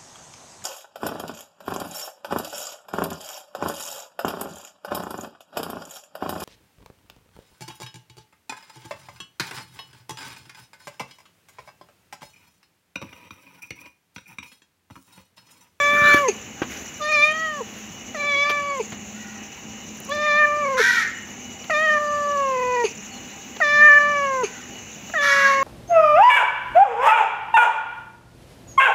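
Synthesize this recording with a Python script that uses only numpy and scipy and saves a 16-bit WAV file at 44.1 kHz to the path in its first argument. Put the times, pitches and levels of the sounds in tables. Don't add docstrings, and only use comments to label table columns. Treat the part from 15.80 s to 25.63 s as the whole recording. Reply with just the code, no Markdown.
import sys
import numpy as np
from scipy import signal
from scipy.fft import rfft, irfft, next_fast_len
from scipy.io import wavfile
from scipy.ndimage import uniform_filter1d

SR = 44100
rng = np.random.default_rng(int(sys.argv[2]) if len(sys.argv) > 2 else 0)


def master_out(mix):
    frames = np.transpose(np.atleast_2d(mix))
    ceiling = np.clip(frames, -1, 1)
    pcm = np.round(ceiling * 32767).astype(np.int16)
    wavfile.write(sys.argv[1], SR, pcm)


def boost(x):
    u = np.asarray(x, float) / 20
    return 10 ** u


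N = 433503

# (frequency [Hz], density [dB per Hz])
TOWN = [(21, -59.5), (35, -26), (96, -2.5), (168, -8.5), (204, -2.5), (549, -12), (794, -13), (1170, -15.5),
        (1480, -16.5), (1720, -15), (2910, -9.5), (3600, -41.5), (4680, -65), (7920, -120)]
# (frequency [Hz], density [dB per Hz])
CICADAS = [(1940, -58), (3300, -5.5), (3760, -5.5), (4990, -13), (5910, 0.5), (6270, 6), (7150, 2.5),
           (8420, -29.5), (9350, -29.5), (11700, -17), (13500, -26.5), (15100, -12), (15800, -19)]
# (centre [Hz], width [Hz], level [dB])
DRONES = [(197.6, 4.5, -54), (213.95, 3.3, -49.5), (245, 3.5, -53), (791, 25, -56), (2919, 26, -52)]
# (centre [Hz], width [Hz], level [dB], pairs [per s], time of one pair [s])
SINGERS = [(5950, 650, -51.5, 11.6, 8.47), (7000, 500, -53, 13.3, 8.365)]

# (start [s], pitch overshoot [share], gulp [s], gulp level [dB], gulp pitch [Hz])
MEOWS = [
    (0, 0.0044, .482, -18, 397),
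    (1.193, 0.08, 1.804, -28.5, 448),
    (2.345, 0.199, 2.996, -23, 425),
    (4.284, 0.018, 4.994, -18.5, 434),
    (5.897, .15, 7.039, -18, 410),
    (7.802, 0.31, 8.631, -21, 404),
    (9.337, 0.21, 9.9, -20, 420),
]
# (time [s], pitch [Hz])
PITCH = [
    [(0.005, 576.7), (0.045, 577), (0.181, 586.6), (0.327, 583.7), (0.331, 582.3), (0.421, 571.4),
     (0.441, 547), (0.478, 490)],
    [(1.215, 596), (1.225, 595.6), (1.308, 618), (1.347, 606.4), (1.385, 584.7), (1.561, 634.5),
     (1.639, 643), (1.761, 588), (1.803, 541)],
    [(2.375, 581), (2.409, 584.4), (2.439, 581), (2.497, 578), (2.557, 560), (2.689, 588.2), (2.939, 561),
     (2.992, 510)],
    [(4.295, 540), (4.338, 596), (4.46, 601), (4.53, 586), (4.6, 602), (4.66, 590.4), (4.808, 593),
     (4.84, 572.5), (4.985, 511)],
    [(5.925, 623), (5.945, 595), (6.035, 633.4), (6.165, 598.6), (6.537, 575), (6.781, 508.7),
     (6.957, 494.6), (7.032, 470)],
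    [(7.83, 588.6), (7.884, 584.6), (8.082, 598), (8.092, 584.5), (8.304, 585.6), (8.456, 555.5),
     (8.606, 508), (8.628, 489)],
    [(9.36, 619), (9.374, 612.5), (9.394, 576.4), (9.436, 576.8), (9.45, 560), (9.462, 574.4), (9.49, 562),
     (9.825, 542.7)],
]
# (first [s], spacing [s], count, depth [share of pitch])
QUAVERS = [(1.216, .066, 2, 0.017), (1.323, .03, 1, 0.024), (2.378, 0.055, 2, 0.025),
           (4.372, .057, 1, 0.025), (4.858, .03, 2, 0.047), (4.948, .03, 1, .05), (5.912, .04, 1, 0.067),
           (6.073, 0.031, 2, 0.018), (6.77, .033, 3, 0.032), (6.969, .03, 1, 0.027)]
# (time [s], effort [dB], first resonance [Hz], second resonance [Hz])
MOUTH_FIRST = [
    [(0.0, -31, 2120, 4060), (0.17, -29, 2130, 4070), (0.263, -25.5, 1930, 2530), (0.378, -27, 1890, 2230),
     (0.386, -34.5, 1400, 2310), (0.428, -46.5, 1190, 2150), (0.482, -45.5, 880, 1950)],
    [(1.201, -46.5, 1088, 3940), (1.292, -36, 2250, 3970), (1.377, -30, 2480, 2790),
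     (1.445, -27.5, 2400, 2150), (1.527, -35.5, 2100, 3620), (1.535, -48, 1100, 1920),
     (1.653, -42, 980, 1910), (1.805, -49, 962, 1830)],
    [(2.354, -50.5, 1930, 4080), (2.435, -37, 2484, 3930), (2.549, -33.5, 2330, 1820),
     (2.64, -30.5, 2460, 2040), (2.653, -36.5, 1480, 2340), (2.8, -39.5, 1470, 2370),
     (2.824, -49, 1080, 2300), (2.917, -44.5, 1016, 2263), (2.996, -47.5, 895, 2235)],
]
MOUTH_LATER = [
    [(4.306, -48.5, 1120, 2760), (4.323, -32, 1766, 3600), (4.334, -44.5, 2028, 4080),
     (4.51, -30, 2100, 4080), (4.658, -28, 1894, 3260), (4.665, -35, 1490, 2324),
     (4.757, -39.5, 1407, 2190), (4.898, -43, 1220, 2290), (4.997, -41, 1270, 2310)],
    [(5.9, -40, 1880, 4090), (5.953, -31.5, 2137, 4070), (6.062, -36, 1950, 3800),
     (6.184, -32.5, 1560, 4120), (6.191, -46.5, 1136, 1810), (6.368, -49, 1140, 1770),
     (6.559, -48.5, 1120, 1800), (6.787, -45, 1120, 1907), (7.045, -41.5, 1082, 1920)],
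    [(7.806, -43, 1850, 4090), (7.817, -33.5, 1870, 3990), (7.896, -33, 1912, 2440),
     (8.065, -26, 1785, 3240), (8.108, -26.5, 1790, 2980), (8.186, -29, 1760, 2620),
     (8.194, -30.5, 1590, 2180), (8.367, -36, 1500, 2290), (8.639, -40.5, 1180, 2274)],
    [(9.342, -45, 1770, 4090), (9.357, -38.5, 1906, 4090), (9.388, -39, 1820, 3500),
     (9.403, -37, 1800, 2230), (9.515, -34.5, 1750, 2240), (9.635, -30.5, 1810, 2840),
     (9.706, -30, 1350, 2490), (9.757, -34, 1320, 2050), (9.828, -38, 1190, 2370)],]
# (time [s], level [dB])
HOLLOW = [
    [(0, -12), (.2, -1.5), (.39, -1), (.42, 3), (.48, .1)],
    [(1.2, 5), (1.3, -5), (1.4, 1), (1.55, 4), (1.65, 2.5), (1.8, -0.5)],
    [(2.35, -2), (2.5, 1.5), (2.6, 0.5), (2.7, 1.5), (2.85, 1.8), (2.99, 2)],
    [(4.3, 9), (4.4, -13), (4.55, 1.5), (4.7, -0.5), (4.8, 2), (4.98, 2)],
    [(5.9, 1), (6.2, .1), (6.45, 2.5), (6.6, 6.5), (6.75, 3.5), (6.9, 0.5), (7.04, 0.5)],
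    [(7.81, 1), (8.0, 3.3), (8.2, 2.2), (8.38, -4.5), (8.5, -5.5), (8.63, 0.5)],
    [(9.34, -6), (9.39, 0), (9.5, -0.5), (9.65, -0.5), (9.82, .1)],
]
# (time [s], brightness [dB], third resonance [Hz], its level [dB])
TONGUE_FIRST = [
    [(0, -47.5, 3480, -34), (.09, -46.5, 3580, -31), (.103, -61, 3500, -34), (.2, -62, 3400, -40),
     (.27, -53, 3250, -27), (.33, -48, 3500, -34.5), (.39, -55, 3089, -31), (.48, -72, 2800, -54)],
    [(1.2, -48, 3560, -38), (1.29, -51, 3900, -37), (1.35, -40.5, 4000, -33), (1.42, -43.5, 3660, -29.5),
     (1.48, -46.5, 3400, -32), (1.54, -57, 3030, -38), (1.66, -60, 3114, -42), (1.8, -61, 2940, -46)],
    [(2.35, -61, 3970, -46), (2.45, -59, 3730, -36.5), (2.57, -48, 3400, -30), (2.64, -49, 3480, -31.5),
     (2.69, -50, 3230, -37), (2.8, -57, 3165, -42), (2.99, -60, 3100, -51)],
]
TONGUE_MIDDLE = [
    [(4.29, -45, 3550, -31), (4.324, -50, 3600, -34), (4.345, -50.5, 3600, -48), (4.52, -47.5, 3600, -36),
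     (4.58, -49, 3550, -38.5), (4.64, -56, 3100, -44), (4.72, -61, 3000, -57), (4.98, -60.5, 2900, -47)],
    [(5.9, -54, 3700, -54), (5.96, -48, 3600, -37), (6.03, -53, 3150, -39), (6.11, -53, 3050, -38),
     (6.19, -57, 3000, -60), (6.32, -57.5, 2950, -59), (6.6, -65, 2800, -44), (6.87, -66, 2500, -38.5),
     (7.04, -51, 2400, -35)],
]
TONGUE_LAST = [
    [(7.81, -46, 3660, -43), (7.92, -44, 3520, -39), (8.0, -48, 3240, -38), (8.07, -51.5, 3200, -41),
     (8.14, -52, 2950, -41), (8.34, -55, 2850, -41.5), (8.48, -60, 2820, -42), (8.63, -69, 2600, -71)],
    [(9.35, -69, 3600, -43), (9.41, -61, 3230, -29.5), (9.5, -38, 3150, -34), (9.62, -46, 2800, -35),
     (9.7, -44, 2760, -36), (9.78, -51, 2700, -43)],
]
# (hum through the nose [dB], its change as the jaw shuts [dB],
# tilt of the upper partials [dB per kHz], ring between the teeth [dB])
TONE = [(-30.5, 7, 13, -32), (-29.5, -10, 0, 6.5), (-34, 0.5, 0, -5), (-27, 1.5, -0.5, -5),
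        (-24.5, -1, 0, 6), (-28, -0.5, 1, -3.5), (-30, 3, 1.5, -3)]
FOLDS_DB = [-1.6, 5, -2.5, -5.5]
# (frequency [Hz], gain [dB])
UPPER = [(2500, -6.5), (2950, -2.5), (3550, -1), (4150, -0.5), (4750, -1.5), (5300, -1), (6000, -2),
         (7200, -11), (8800, -42.5), (10000, -16.5), (10750, -11.5), (11500, -27), (13800, -32.5),
         (15200, -20.5)]
# (frequency [Hz], gain [dB])
UPPER_NARROW = [(2000, -1.5), (2600, 4.5), (3000, -9.5), (3400, -8.5), (3900, -8), (4500, 4.5),
                (5200, -4.5), (7000, -3), (8800, -39)]

# (time [s], peak [dB], ring
# [Hz])
THUDS = [(0.131, -37, 245), (0.217, -29.5, 116), (0.251, -34.5, 200), (0.282, -42, 110),
         (0.344, -18.5, 315), (0.818, -24, 323), (0.821, -30, 1550), (1.021, -38.5, 246), (3.121, -38, 158),
         (4.427, -42, 2050), (4.463, -35, 2050), (9.338, -29, 1700)]
# (loudest [s], level [dB], rise [dB per s], fall [dB per s])
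SCUFFS = [
    (.14, -35.5, 25, 34),
    (.3, -31, 84.5, 93),
    (.341, -16.5, 2500, 1405),
    (.375, -28, 100, 351.5),
    (.92, -35, 350, 76),
    (1.1, -50, 18, 98),
    (2.0, -45, 60, 59),
]
# (frequency [Hz], gain [dB])
PLASTER = [(150, -1.5), (400, 1.5), (900, -12.5), (1450, -2), (2000, -0.5), (3000, -5.5), (4200, -14),
           (6000, -12.5), (8600, -29), (11800, -15.5), (13500, -26), (15000, -19)]
# (time [s], level [dB], length [s], lip whistle [dB])
PUFFS = [
    (2.35, -39, 0.0154, -11),
    (5.901, -31.5, 0.018, -5),
    (7.8, -37, 0.016, -9),
    (9.343, -40, .012, -10),
    (0.478, -27.5, 0.032, 7.5),
    (2.994, -38.5, 0.044, -4),
    (7.035, -28, 0.05, -1),
    (8.631, -30.5, 0.044, 3.5),
]
# (centre [Hz], width [Hz], level [dB])
OPEN_MOUTH = [(2480, 540, 5), (4530, 650, -5.5), (10700, 230, -16.5), (12500, 900, -33.5), (1320, 510, -8)]
# (time [s], level [dB], t60 [s], treble [dB])
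RATTLES = [
    (.818, -26.5, 0.11, -4),
    (2.694, -26, 0.08, 7),
    (3.12, -36.5, 0.1, 1),
    (5.84, -39, .02, 5),
    (7.762, -39, .03, 3),
    (9.295, -35.5, .015, -11),
]
# (frequency [Hz], gain [dB])
CASING = [(150, -33), (400, -2), (800, -0.5), (1500, -5), (2800, -5.5), (4500, -15.5), (7000, -28),
          (8700, -45), (11500, -30), (15800, -37)]
# (time [s], peak [dB], ring [Hz])
TICKS = [(0.9996, -44, 12000), (4.1728, -41, 10300), (1.18, -46, 11000), (4.2026, -32, 12500),
         (4.247, -46, 12300), (4.2514, -39, 11500), (4.2744, -47, 12000), (4.2944, -35, 10800),
         (4.351, -42, 10500)]

# (start [s], length [s], effort [dB], top pitch of one syrinx side [Hz], top tone of the other [Hz])
CAWS = [
    (4.969, .272, -19.5, 475, 1550),
    (9.412, .345, -23.5, 490, 1360),
    (3.33, .31, -48, 490, 1480),
    (8.62, .23, -47, 500, 1530),
]
# (frequency [Hz], gain [dB])
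BEAK = [(300, -66), (600, -38), (800, -27), (960, -15.5), (1200, -13), (1450, -6), (1900, -1), (2350, -7),
        (2750, -21.5), (3750, -15), (4700, -22.5), (5800, -14.5), (8700, -38), (11700, -30), (13500, -49),
        (15300, -38)]
# (frequency [Hz], gain [dB])
CROW_WALLS = [(900, -6.5), (1400, -3.5), (1950, 2.5), (2500, -5.5), (4000, -3.5), (8000, -0.5)]
# (frequency [Hz], t60 [s])
YARD = [(1000, .4), (2000, .62), (4000, .45), (12000, .2)]

SETTLE_S, CLOSE_S = .012, 0.016


def add(mix, s, sound):
    part = mix[max(round(s * SR), 0):][:len(sound)]
    part += sound[:len(part)]


def evened(x):
    return x / np.sqrt(np.mean(x ** 2) + 1e-20)


def read(points, hz):
    f, value = np.transpose(points)
    return np.interp(np.log(hz + 1), np.log(f + 1), value)


def along(rows, t):
    s, *columns = np.transpose(rows)
    return [np.interp(t, s, c) for c in columns]


def smooth(x, size):
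    return uniform_filter1d(x, size=size, mode="nearest")


def wander(size, hz):
    lead = round(2 * SR / hz)
    noise = rng.standard_normal(size + lead)
    return evened(signal.sosfilt(signal.butter(2, hz, fs=SR, output="sos"), noise)[lead:])


def coloured(x, points):
    size = next_fast_len(len(x) + 2048)
    gain = boost(read(points, np.fft.rfftfreq(size, 1 / SR)))
    return irfft(rfft(x, size) * gain, size)[:len(x)]


def resonate(x, hz, width):
    return signal.lfilter(*signal.iirpeak(hz, hz / width, SR), x)


def band(x, hz, width):
    return evened(resonate(resonate(x, hz, width), hz, width))


def whistle(s, length, db, from_hz, to_hz, loudest, rise_db, fall_db, blur_hz, steady=0):
    u = np.arange(0, 1, 1 / (length * SR))
    level_db = db + np.interp(u, [0, loudest, 1], [rise_db, 0, fall_db])
    turns = np.cumsum(from_hz + (to_hz - from_hz) * u) / SR
    return s, boost(level_db) * (steady + wander(len(u), blur_hz)) * np.sqrt(2) * np.sin(2 * np.pi * turns)


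def wash(points, db, patchy_db, swell_db, flicker_db):
    frames, hz = N // 256 + 5, np.fft.rfftfreq(1024, 1 / SR)
    a, b, patches = rng.standard_normal((frames, 513, 3)).T
    patches = uniform_filter1d(patches, size=12, axis=0)
    patches = evened(uniform_filter1d(patches, size=14, axis=1))
    swell, flicker = wander(frames, 0.5 * 256), wander(frames, 12.0 * 256)
    level_db = read(points, hz)[:, None] + patchy_db * patches + swell_db * swell + flicker_db * flicker
    z = (a + 1j * b) * boost(level_db)
    return boost(db) * evened(signal.istft(z, nperseg=1024, noverlap=768)[1][:N])


def drones():
    return sum(boost(db + 2.57 * wander(N, 2.305)) * band(rng.standard_normal(N), hz, width)
               for hz, width, db in DRONES)


def singer(hz, width, db, rate, at_s):
    pair_s, beat_s = .024, .0075
    t = np.arange(N) / SR
    since = ((t - at_s + .03) * rate + .05 * wander(N, .5)) % 1 / rate - .03
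    beats = np.exp(-(since / beat_s) ** 2) + np.exp(-((since - pair_s) / beat_s) ** 2)
    buzz = beats * resonate(resonate(rng.standard_normal(N), hz, width), hz, width)
    return boost(db + 3 * wander(N, 1.5)) * evened(buzz)


def ring(hz, centre_hz, sharp):
    hasty_hz_per_s, bluntest = 14000, 3.2
    speed = uniform_filter1d(abs(np.gradient(centre_hz + 0 * hz)) * SR, size=260)
    sharp = np.maximum(sharp / (1 + (speed / hasty_hz_per_s) ** 2), min(sharp, bluntest))
    return 1 / (1 - (hz / centre_hz) ** 2 + 1j * hz / centre_hz / sharp)


def gulp(t, db, hz):
    rise_s, hold_s, fall_db_per_s, sag = 0.004, 0.016, 1800, 0.14
    level = np.clip(t / rise_s, 0, 1) * boost(db - fall_db_per_s * np.maximum(t - hold_s, 0))
    return level, hz * (1 + sag * (1 - t / hold_s).clip(-1, 1))


def fold_pitch(t, pitch, kick, gulp_s, gulp_hz):
    (hz,) = along(pitch, t)
    sags = 0
    for at, gap, count, share in QUAVERS:
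        for k in range(round(count)):
            sags = sags + share * np.exp(-((t - at - k * gap) / 0.00558) ** 2)
    hz = hz * (1 + kick + .003 * wander(len(t), 33.8) - sags)
    return hz + np.clip((t - gulp_s) / CLOSE_S + 0.61, 0, 1) ** 2 * (gulp_hz - hz)


def low_partials(t, hz, mouth, hollow, nose_db):
    (effort_db, first_hz, second_hz), (hollow_db,) = along(mouth, t), along(hollow, t)
    gains = []
    for k, db in enumerate(FOLDS_DB, 1):
        second = -0.36 * boost(hollow_db) * ring(k * hz, second_hz, 18.4)
        oral = boost(effort_db + db) * (ring(k * hz, first_hz, 10.9) + second)
        nasal = boost(nose_db) * ring(k * hz, 429, 1.15) * np.exp(2.95j)
        gain = oral + nasal
        phase = smooth(np.unwrap(np.angle(gain)), 1500)
        gains.append(smooth(abs(gain), 280) * np.exp(1j * phase))
    return gains


def upper_partials(t, hz, tongue, shut, tilt_db, teeth_db, soft_db):
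    bright_db, third_hz, third_db = along(tongue, t)
    gains = []
    for k in range(5, 26):
        partial_hz = k * hz
        mouth_db = (2 - shut) * read(UPPER, partial_hz) + shut * read(UPPER_NARROW, partial_hz)
        source_db = bright_db + tilt_db * (np.minimum(k * hz / 1000, 8) - 5.5)
        source_db = source_db + teeth_db * (k * hz.mean() > 9300)
        third = boost(third_db) / (1 + ((partial_hz - third_hz) / 210) ** 2)
        gains.append((boost(source_db + mouth_db) + third) * boost(-soft_db) * np.exp(1j * k * k))
    return gains


def meow(row, pitch, mouth, hollow, tongue, tone):
    (s, overshoot, gulp_s, gulp_db, gulp_hz), (nose_db, snap_db, tilt_db, teeth_db) = row, tone
    t = np.arange(s, gulp_s + 3 * CLOSE_S, 1 / SR)
    kick = overshoot * np.exp((s - t) / SETTLE_S)
    gulp_level, gulp_hz = gulp(t - gulp_s, gulp_db, gulp_hz)
    hz = fold_pitch(t, pitch, kick, gulp_s, gulp_hz)
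    turns = np.cumsum(hz) / SR

    gape_hz = along(mouth, t)[1]
    gape_hz = smooth(np.maximum.accumulate(gape_hz[::-1])[::-1], 900)
    shut = np.clip((1650 - gape_hz) / 450, 0, 1)
    soft_db = 900 * np.maximum(s + .03 - t, 0) * (s > 0) + 700 * np.maximum(t - gulp_s + .03, 0)
    gains = low_partials(t, hz, mouth, hollow, nose_db + 48.5 * kick + snap_db * shut)
    gains += upper_partials(t, hz, tongue, shut, tilt_db, teeth_db, soft_db)

    voice = 0
    for k, gain in enumerate(gains, 1):
        shimmer = boost(.11 * min(k, 14) ** 1.588 * wander(len(t), 25.6))
        voice = voice + shimmer * np.sqrt(2) * (gain * np.exp(2j * np.pi * k * turns)).real
    air = boost(-30) * wander(len(t), 400) * voice
    attack_s = 0.0011 if overshoot > .1 or s == 0 else .03
    closing = np.maximum(t - gulp_s + CLOSE_S / 4, 0) / CLOSE_S
    call = (voice + air) * np.clip((t - s) / attack_s, 0, 1) * boost(-11 * closing)
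    swallow = gulp_level * np.sqrt(2) * np.cos(2 * np.pi * turns + np.angle(gains[0]))
    return s, (call + swallow) * np.minimum((t[-1] - t) / .004, 1)


def thud(s, db, hz):
    t = np.arange(.06 * SR) / SR
    blow = 4.35 * boost(db - 60 * t / 0.025) * np.sin(2 * np.pi * hz * t) * np.minimum(t / 0.00059, 1)
    return s, signal.sosfilt(signal.butter(2, 70, "high", fs=SR, output="sos"), blow)


def scuff(s, db, rise, fall):
    t = np.arange(max(-25 / rise, -s), 25 / fall, 1 / SR)
    uneven_db = 2.0 * wander(len(t), 104) + 1.2 * wander(len(t), 25)
    grit = rng.standard_normal(len(t)) * boost(uneven_db)
    return s + t[0], boost(db + np.minimum(rise * t, -fall * t)) * evened(coloured(grit, PLASTER))


def wall_rub():
    return whistle(s=.14, length=.26, db=-25, from_hz=1420, to_hz=1500,
                   loudest=0.63, rise_db=-12.5, fall_db=-7, blur_hz=110.9)


def claw_squeak():
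    return whistle(s=.19, length=.18, db=-31, from_hz=3600, to_hz=4450,
                   loudest=0.43, rise_db=-26, fall_db=-12, blur_hz=132.0)


def puff(s, db, length, lips_db):
    t = np.arange(.2 * SR) / SR
    hiss = rng.standard_normal(len(t)) * boost(wander(len(t), 96.5))
    modes = OPEN_MOUTH + [(6440, 430, lips_db)]
    mouth = sum(boost(mode_db) * band(hiss, hz, width) for hz, width, mode_db in modes)
    return s, boost(db - 15 * t / length) * np.minimum(t / (0.33 * length), 1) * mouth


def rattle(s, db, t60, treble_db):
    t = np.arange(.08 * SR) / SR
    grains = rng.standard_normal(len(t)) * boost(2.1 * wander(len(t), 357.0))
    grains = coloured(evened(coloured(grains, CASING)), [(1800, 0.0013), (3500, treble_db)])
    return s, boost(db - 60 * np.maximum(t - .008, 0) / t60) * np.minimum(t / 0.00086, 1) * grains


def tick(s, db, hz):
    t = np.arange(.005 * SR) / SR
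    snap = rng.standard_normal(len(t)) * boost(db - 60 * t / 0.0045)
    return s, resonate(snap, hz, 5000) * 3.0


def arch(t, length, top_s):
    return (2 * (t / length) ** (np.log(.5) / np.log(top_s / length)) - 1) ** 2


def caw(s, length, effort_db, top_hz, side_top_hz):
    rough, jitter = .26, .022
    t = np.arange(0, length, 1 / SR)
    size = len(t)
    hz = top_hz * (1 - .19 * arch(t, length, .12) ** 1.7)
    side_hz = side_top_hz * (1 - .23 * arch(t, length, .078))
    edge = np.maximum(1 - np.minimum(t, length - t) / (0.055 * length), 0)
    effort_db = effort_db - 12.5 * edge - 48 * t * t
    turns = np.cumsum(hz * (1 + jitter * wander(size, 50))) / SR
    tones = sum(np.cos(2 * np.pi * k * turns + k * k) / (1 + (k / 10) ** 2) for k in range(1, 15))
    side_turns = np.cumsum(side_hz * (1 + .6 * jitter * wander(size, 50))) / SR
    side = boost(3.5) * np.cos(2 * np.pi * side_turns)
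    rasp_turns = np.cumsum(hz / 5 * (1 + .15 * wander(size, 40))) / SR
    rasp = np.exp(.3 * np.cos(2 * np.pi * rasp_turns) + .1 * wander(size, 120))
    hiss = 10.0 * coloured(rng.standard_normal(size), [(2300, -11), (3000, 0)])
    hiss = hiss * boost(-3 * (t / length - 1.08))
    drive = (1 - rough) * rasp * (tones + side) + rough * np.sqrt(rasp) * hiss
    return s, boost(effort_db) * evened(coloured(drive, BEAK))


def bird():
    return whistle(s=7.31, length=0.08, db=-59, from_hz=4450, to_hz=4050,
                   loudest=.4, rise_db=-5, fall_db=-8, blur_hz=20.0, steady=3)


def yard(x):
    taps = np.zeros(SR)
    at = np.arange(500, SR - 20, 20) + rng.integers(0, 20, (SR - 501) // 20)
    taps[at] = rng.choice([-1., 1.], len(at))
    hz, t, z = signal.stft(taps, SR, nperseg=256)
    tail = signal.istft(z * boost(-60 * t / read(YARD, hz)[:, None]), SR, nperseg=256)[1]
    return signal.fftconvolve(x, tail / np.linalg.norm(tail))[:N]


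def scene():
    cat, crows, near = np.zeros((3, N))
    air = wash(TOWN, -42, patchy_db=1.3, swell_db=0.21, flicker_db=0.56)
    air += wash(CICADAS, -44.5, patchy_db=1.3, swell_db=.4, flicker_db=1.1)
    air += drones() + sum(singer(*row) for row in SINGERS)
    mouths = MOUTH_FIRST + MOUTH_LATER
    tongues = TONGUE_FIRST + TONGUE_MIDDLE + TONGUE_LAST
    for tables in zip(MEOWS, PITCH, mouths, HOLLOW, tongues, TONE):
        add(cat, *meow(*tables))
    for source, table in ((thud, THUDS), (scuff, SCUFFS), (puff, PUFFS), (rattle, RATTLES), (tick, TICKS)):
        for row in table:
            add(near, *source(*row))
    add(near, *wall_rub())
    add(near, *claw_squeak())
    for row in CAWS:
        add(crows, *caw(*row))
    add(crows, *bird())
    echoes = yard(boost(-23.0) * cat + boost(-3.5) * coloured(crows, CROW_WALLS))
    return (cat + crows + near + echoes + air)[None]


def low_pass(x):
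    return signal.sosfilt(signal.butter(12, 16960, fs=SR, output="sos"), x)


def record(dry):
    edge = signal.firwin(401, 15720, window=("kaiser", 9), fs=SR)
    thin = signal.sosfilt(signal.butter(3, 50, "high", fs=SR, output="sos"), dry)
    mix = signal.oaconvolve(thin, edge[None], "same")
    return low_pass(mix)


dry = scene()
out = record(dry)
master_out(out)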